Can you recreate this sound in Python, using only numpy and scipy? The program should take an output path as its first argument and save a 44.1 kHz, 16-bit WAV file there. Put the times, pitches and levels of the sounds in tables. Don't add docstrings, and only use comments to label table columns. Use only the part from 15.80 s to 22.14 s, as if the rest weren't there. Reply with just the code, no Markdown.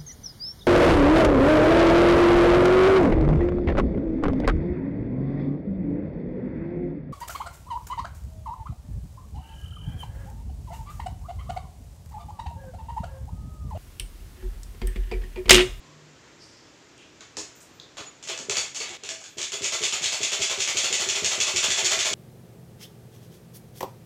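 import sys
import numpy as np
from scipy import signal
from scipy.fft import rfft, irfft
from scipy.io import wavfile

SR = 44100
rng = np.random.default_rng(int(sys.argv[2]) if len(sys.argv) > 2 else 0)


def unload_wav(signal):
    wavfile.write(
        sys.argv[1],
        SR,
        np.round(np.clip(np.atleast_2d(signal).T, -1, 1) * 32767).astype(np.int16),
    )


def makeup_ratio(level_db):
    decades = np.asarray(level_db, float) / 20
    return 10 ** decades


N = 279594
TIME = np.arange(N) / SR
SCENE_CHANGE_S = 3.172


def at_hz(points, hz):
    table_hz, value = np.transpose(points)
    return np.interp(np.log(hz), np.log(table_hz), value)


def rms_one(x):
    return x / np.sqrt(np.mean(x ** 2) + 1e-20)


def colour(x, spectrum, peaks=(), tilt=((100, 0), (200, 0))):
    hz = np.maximum(np.fft.rfftfreq(4096, 1 / SR), 10)
    db = at_hz(spectrum, hz) + at_hz(tilt, hz)
    for peak_hz, width_hz, peak_db in peaks:
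        db = db + peak_db / (1 + (2 * (hz - peak_hz) / width_hz) ** 2)
    cepstrum = irfft(np.log(makeup_ratio(db)))
    cepstrum[1:2048] *= 2
    cepstrum[2049:] = 0
    response = irfft(np.exp(rfft(cepstrum)))
    return signal.fftconvolve(x, response)[:len(x)]


def band(x, low_hz, high_hz):
    edges_hz = [low_hz, min(high_hz, .45 * SR)]
    return signal.sosfilt(signal.butter(2, edges_hz, "band", fs=SR, output="sos"), x)


def ring(x, hz, t60_s):
    r, w = makeup_ratio(-60 / (t60_s * SR)), 2 * np.pi * hz / SR
    return signal.lfilter([0, np.sin(w)], [1, -2 * r * np.cos(w), r * r], x + 1e-18)


def grains(size, per_s, spread_db):
    sizes = makeup_ratio(spread_db * np.minimum(rng.exponential(1, size), 3)) * rng.standard_normal(size)
    return rms_one(sizes * (rng.random(size) < per_s / SR))


def burst(on_s, off_s, db, rise_db_per_s, fall_db_per_s):
    rise_db = rise_db_per_s * np.maximum(on_s - TIME, 0)
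    fall_db = fall_db_per_s * np.maximum(TIME - off_s, 0)
    return makeup_ratio(db - rise_db - fall_db)


def add(out, s, x):
    i = round(s * SR)
    out[i:i + len(x)] += x[:N - i]


def blow(rattle_db, swell_s, crack_s):
    t = TIME[:SR // 4]
    age = t / max(1.2 * swell_s, .002)
    swell = (age * np.exp(1 - age)) ** 1.36
    chatter = grains(len(t), 9000, spread_db=1.5)
    crack = signal.lfilter([.78], [1, -.08], rng.choice([-1, 1], len(t))) * np.exp(-t / crack_s)
    return crack + makeup_ratio(rattle_db) * swell * chatter


# frequency [Hz], level [dB per Hz].
IRON = [(290, -36), (500, -3), (1000, -6), (1900, -8), (2200, -3.5), (2900, 0), (3500, 0.5), (3900, -3.5),
        (4800, -4), (7100, 1), (8300, -12.5), (10600, -26), (12700, -35), (14500, -33)]
# frequency [Hz], width [Hz], level [dB].
PARTS = [(650.6, 40, 7), (1226, 290, 4), (1720, 210, 3), (1970, 120, 3), (2216, 110, 4.5), (2666, 210, 2),
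         (3000, 33, -12), (3190, 13, 4.5), (3420, 120, 2), (3400, 155, 0.5), (4253, 34, -3.5),
         (4395, 180, 4), (6900, 180, 2), (7570, 47, 2)]


def clacks():
    places = np.zeros((3, N))
    running = whir() * makeup_ratio(-6) * grains(N, 8000, spread_db=0)
    places[0] = colour(running, IRON, PARTS, [(9000, 0), (13500, 1.4)])
    for k, (s, db, dull_db, bright_db, rattle_db, swell_s, top_db) in enumerate(contacts()):
        woken = [(hz, width_hz, max(part_db + 2 * rng.standard_normal(), 0)) for hz, width_hz, part_db in PARTS]
        airy_db = 0.44 * bright_db + 0.43 * rattle_db + 7.5 + top_db
        tilt = [(1300, dull_db + 13.5), (2200, 0.0078), (3800, 0.0059),
                (5500, bright_db + 7), (9000, bright_db + 6.5), (13000, airy_db)]
        force = makeup_ratio(db + 2.81) * blow(rattle_db, swell_s, crack_s=0.0038)
        add(places[k % 3], s, colour(force, IRON, woken, tilt))
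    return places


# start [s], peak
# [dB], dull part [dB], bright part [dB], rattle [dB].
EARLY_CLACKS = [(1.4073, -35.5, -16.5, -8.5, -15), (1.5688, -29, -10.5, 1.5, -11.5),
                (2.17, -32, -8.5, -10, -4.5), (2.1894, -42, -2, -6.5, -6.5), (2.4267, -37.5, -15, -1.5, -7),
                (2.4374, -42, -14, -5, -12), (2.474, -30.5, -14, -3, -5), (2.4864, -25.5, -13.5, -10.5, -4),
                (2.5764, -29.5, -9.5, -1.5, -10.5), (2.6962, -17, -16, -5.5, -11),
                (2.7554, -20, -16.5, -12, -4), (2.7698, -19, -16.5, -1, -12), (2.9464, -31, -17, -2, -4),
                (2.9626, -36.5, -12, 5, -11), (3.0022, -25.5, -15, -7, -6), (3.0595, -27.5, -17.5, -22, -12),
                (3.0914, -32.5, -8, -3, -11), (3.1293, -36.5, -18, -12, -1), (3.236, -29, -18, -7, -8),
                (3.2897, -23.5, -16.5, -4.5, -10.5), (3.3994, -50.5, -6.5, 0, 1.5),
                (3.4399, -35, -20, -4.5, -10), (3.572, -38, -17, -5, -3), (3.5826, -23.5, -17, -6, -9)]
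# shuttle clack [s], clack [dB], return after [s], return [dB], needle-bar thud [dB].
STITCHES = [(3.6154, -21, .1045, -25.5, -31), (3.8423, -18, .0801, -21.5, -28.5),
            (4.0359, -15.5, .0885, -21.5, -28.5), (4.2408, -15, .0806, -22, -31),
            (4.4324, -17, .0861, -21, -28), (4.6198, -15, .0773, -21.5, -25.5),
            (4.804, -15, .0714, -19.5, -29.5), (4.9703, -14, .0631, -20, -28),
            (5.1264, -15.5, .0689, -20, -29.5), (5.2877, -16.5, .0632, -20.5, -28.5),
            (5.4453, -14.5, .0639, -21, -26), (5.6022, -15, .0667, -20.5, -27.5),
            (5.7613, -14.5, .067, -17.5, -26), (5.9038, -15.5, .0693, -19.5, -26.5),
            (6.0457, -14.5, .0633, -17, -26.5), (6.1903, -17, .0596, -19, -28),
            (6.3324, -16.5, .06, -19, -28)]


def contacts():
    slide = (-20, -6, -4.5, 0.013, -1.5)
    shuttle = (-23, -5.5, -8, 0.0115, -3.5)
    shuttle_return = (-15, -6.5, -3.5, 0.012, 1.5)
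    slow_hz, slide_lead_turn = 5.3, 0.097
    rows = [row + (0.012, 0) for row in EARLY_CLACKS]
    for k, ((s, db, after_s, return_db, _), turn_s) in enumerate(zip(STITCHES, turns())):
        fast_hz = max(1 / turn_s - slow_hz, 0)
        dull_db, bright_db, rattle_db, *shape = shuttle
        rows.append((s, db, dull_db, bright_db, rattle_db + 1.2 * fast_hz, *shape))
        soft_db = 1.5 * fast_hz
        dull_db, bright_db, rattle_db, *shape = shuttle_return
        rows.append((s + after_s, return_db - soft_db, dull_db, bright_db, rattle_db + soft_db, *shape))
        if k:
            rows.append((s - slide_lead_turn * turn_s, -24.5 - 7 * fast_hz, *slide))
    return [row for row in rows if row[0] < N / SR]


def turns():
    first_turn_s = 0.31
    s = np.array(STITCHES)[:, 0]
    return np.diff(s, prepend=s[0] - first_turn_s)


def whir():
    s = np.array(STITCHES)[:, 0]
    stitches_per_s = np.interp(TIME, s, 1 / turns())
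    return burst(s[1], N / SR, -33 + 2.5 * (stitches_per_s - 5), 200, 0)


# frequency [Hz], level [dB], t60 [s].
BOARD = [(300, -34.5, 0.055), (343.5, 1, 0.073), (398.5, 1.5, 0.052), (659, -4, 0.05)]
# frequency [Hz], level [dB], t60 [s].
LEGS = [(80, 13.5, 0.3), (115, 8, 0.15), (146.4, 11, 0.13), (250, 20, 0.025)]


def thuds():
    out, t = np.zeros(N), TIME[:SR // 3]
    for s, db, knock_hz, deep_db in jolts():
        push = np.exp(-t / 0.00071) / (0.002 * SR)
        tremble = t / 0.019 * np.exp(1 - t / 0.011) * rng.standard_normal(len(t))
        shudder = makeup_ratio(1.5) * band(push + makeup_ratio(-32) * tremble, 295, 1500)
        sound = makeup_ratio(3) * ring(shudder, knock_hz, .045)
        for modes, force in ((BOARD, makeup_ratio(-4.5) * shudder), (LEGS, makeup_ratio(deep_db - 8) * push)):
            for k, (hz, mode_db, t60_s) in enumerate(modes):
                strength = (-1) ** k * makeup_ratio(mode_db + rng.normal(0, 2.5))
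                sound = sound + strength * ring(force, hz, t60_s)
        add(out, s, makeup_ratio(db) * sound)
    return band(band(band(out, 73, 1270), 73, 1500), 56, 2600)


# start [s], peak [dB], knock [Hz], deep part [dB].
HAND_THUDS = [
    (1.571, -28, 330, -20),
    (2.189, -32, 328, -15),
    (2.49, -30.5, 460, -33),
    (2.684, -23.5, 440, -13),
    (2.773, -31, 450, -10),
    (3.0, -31, 450, -24),
    (3.099, -36.5, 360, -17),
    (3.229, -36, 438, -16),
    (3.299, -36.5, 353, -24),
]


def jolts():
    thud_lead_turn, jolt_lag_s = 0.157, 0.003
    clack_jolt_db, return_jolt_db = -22, -12
    deep_db = (-13, -8, -13)
    rows = list(HAND_THUDS)
    knocks_hz = 380 + 35 * rng.uniform(-1, 1, (len(STITCHES), 3))
    for (s, db, after_s, return_db, thud_db), turn_s, knock_hz in zip(STITCHES, turns(), knocks_hz):
        times_s = s - thud_lead_turn * turn_s, s + jolt_lag_s, s + after_s + jolt_lag_s
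        levels_db = thud_db, db + clack_jolt_db, return_db + return_jolt_db
        rows += zip(times_s, levels_db, knock_hz, deep_db)
    return [row for row in rows if row[0] < N / SR]


# start [s], peak [dB].
SQUEAKS = [
    (2.272, -46),
    (3.86, -34),
    (3.94, -44),
    (4.048, -35),
    (4.138, -35),
]


def squeak():
    squeak_hz, half_width_hz = 6925, 14
    whistle = band(rng.standard_normal(N), squeak_hz - half_width_hz, squeak_hz + half_width_hz)
    catches = sum(burst(s, s, db, rise_db_per_s=900, fall_db_per_s=190) for s, db in SQUEAKS)
    return catches * rms_one(whistle)


# start [s], tick [dB], centre [Hz], width [Hz], rustle after it [dB].
TICKS = [(0.431, -51, 960, 200, -68), (1.179, -49, 6800, 2800, -88), (1.405, -42, 1430, 700, -54),
         (1.571, -36, 930, 200, -68), (1.573, -36, 5070, 2470, -41), (1.752, -49, 7000, 1500, -60),
         (1.753, -62, 14200, 2600, -64), (1.805, -47, 7100, 2980, -56.5), (1.999, -33, 4200, 1090, -58.5),
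         (1.9995, -43, 6500, 1200, -72), (2.768, -23, 4580, 250, -43), (3.004, -30, 4550, 250, -47),
         (3.09, -40, 820, 247, -53), (3.44, -50, 1550, 200, -57)]


def ticks():
    out = np.zeros(N)
    for s, db, hz, width_hz, tail_db in TICKS:
        add(out, s, banded_blow(db, hz, width_hz, tail_db - db, swell_s=0.01))
    return out


# start [s], level [dB], centre [Hz], width [Hz], swell [s].
RUSTLES = [(0.0, -64, 1050, 120, .05), (0.0, -66, 3400, 3000, .039), (0.421, -62, 1760, 900, .033),
           (0.592, -56, 5100, 1100, .025), (0.66, -64, 5100, 1100, .07), (0.601, -67, 6960, 2950, .033),
           (1.168, -57.5, 2940, 890, .027), (1.808, -64, 12000, 6000, .011), (1.93, -73, 14200, 2600, .016),
           (2.585, -49, 300, 250, .019), (3.47, -73, 13000, 5000, .03)]


def rustles():
    start_db = -4
    out = np.zeros(N)
    for s, db, hz, width_hz, swell_s in RUSTLES:
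        add(out, s, banded_blow(db + start_db, hz, width_hz, -start_db, swell_s))
    return out


def banded_blow(db, hz, width_hz, rattle_db, swell_s):
    force = makeup_ratio(db) * blow(rattle_db, swell_s, crack_s=0.0018)
    return band(force, hz - width_hz / 2, hz + width_hz / 2) * np.sqrt(SR / 2 / width_hz)


def motor_hum():
    gain = burst(0.09, 0.31, -55, rise_db_per_s=300, fall_db_per_s=300)
    return gain * np.sqrt(2) * np.sin(2 * np.pi * 150.7 * TIME)


# frequency [Hz], t60 [s].
ROOM_T60 = [(200, 0.18), (700, 0.33), (2000, 0.47), (5000, 0.29), (12000, 0.36)]


def room(x, wet_db):
    t, tail = TIME[:SR // 2], 0
    for hz in 60 * 2. ** np.arange(9):
        octave = band(rng.standard_normal(len(t)), hz / np.sqrt(2), hz * np.sqrt(2))
        tail = tail + octave * makeup_ratio(-60 * t / at_hz(ROOM_T60, hz))
    tail = tail * np.clip((t - .007) / 0.0053, 0, 1)
    return x + makeup_ratio(wet_db) * signal.fftconvolve(x, tail / np.linalg.norm(tail))[:N]


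# frequency [Hz], level [dB per Hz].
AIR = [(20, -34), (45, -11), (80, -3.5), (143, -0.5), (214, -5), (300, 1), (490, -4.5), (760, -9),
       (1900, -10.5), (4300, -15), (7300, -15.5), (8500, -30.5), (10500, -40), (14500, -42)]


def room_tone():
    level_db = -52.5 - 3.5 * (TIME > SCENE_CHANGE_S)
    return makeup_ratio(level_db) * rms_one(colour(rng.standard_normal(N), AIR))


def scene():
    heard = sum(room(place, wet_db=-1.1) for place in clacks())
    heard = heard + room(thuds(), wet_db=-5) + room(ticks() + rustles(), wet_db=-2.5)
    chop_s = [SCENE_CHANGE_S - 1 / SR, SCENE_CHANGE_S, 3.225, 3.232]
    heard *= makeup_ratio(np.interp(TIME, chop_s, [2.5, -9.5, -1, 2.5]))
    return (heard + squeak() + motor_hum() + room_tone())[None]


def band_limit(x):
    return signal.sosfilt(signal.butter(12, 16230, fs=SR, output="sos"), x)


def record(dry):
    limit, cutoff_hz = 0.42, 15500
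    rounded = limit * np.tanh(dry / limit)
    mix = signal.sosfilt(signal.ellip(10, 1, 60, cutoff_hz, fs=SR, output="sos"), rounded)
    return band_limit(mix)


dry = scene()
out = record(dry)
unload_wav(out)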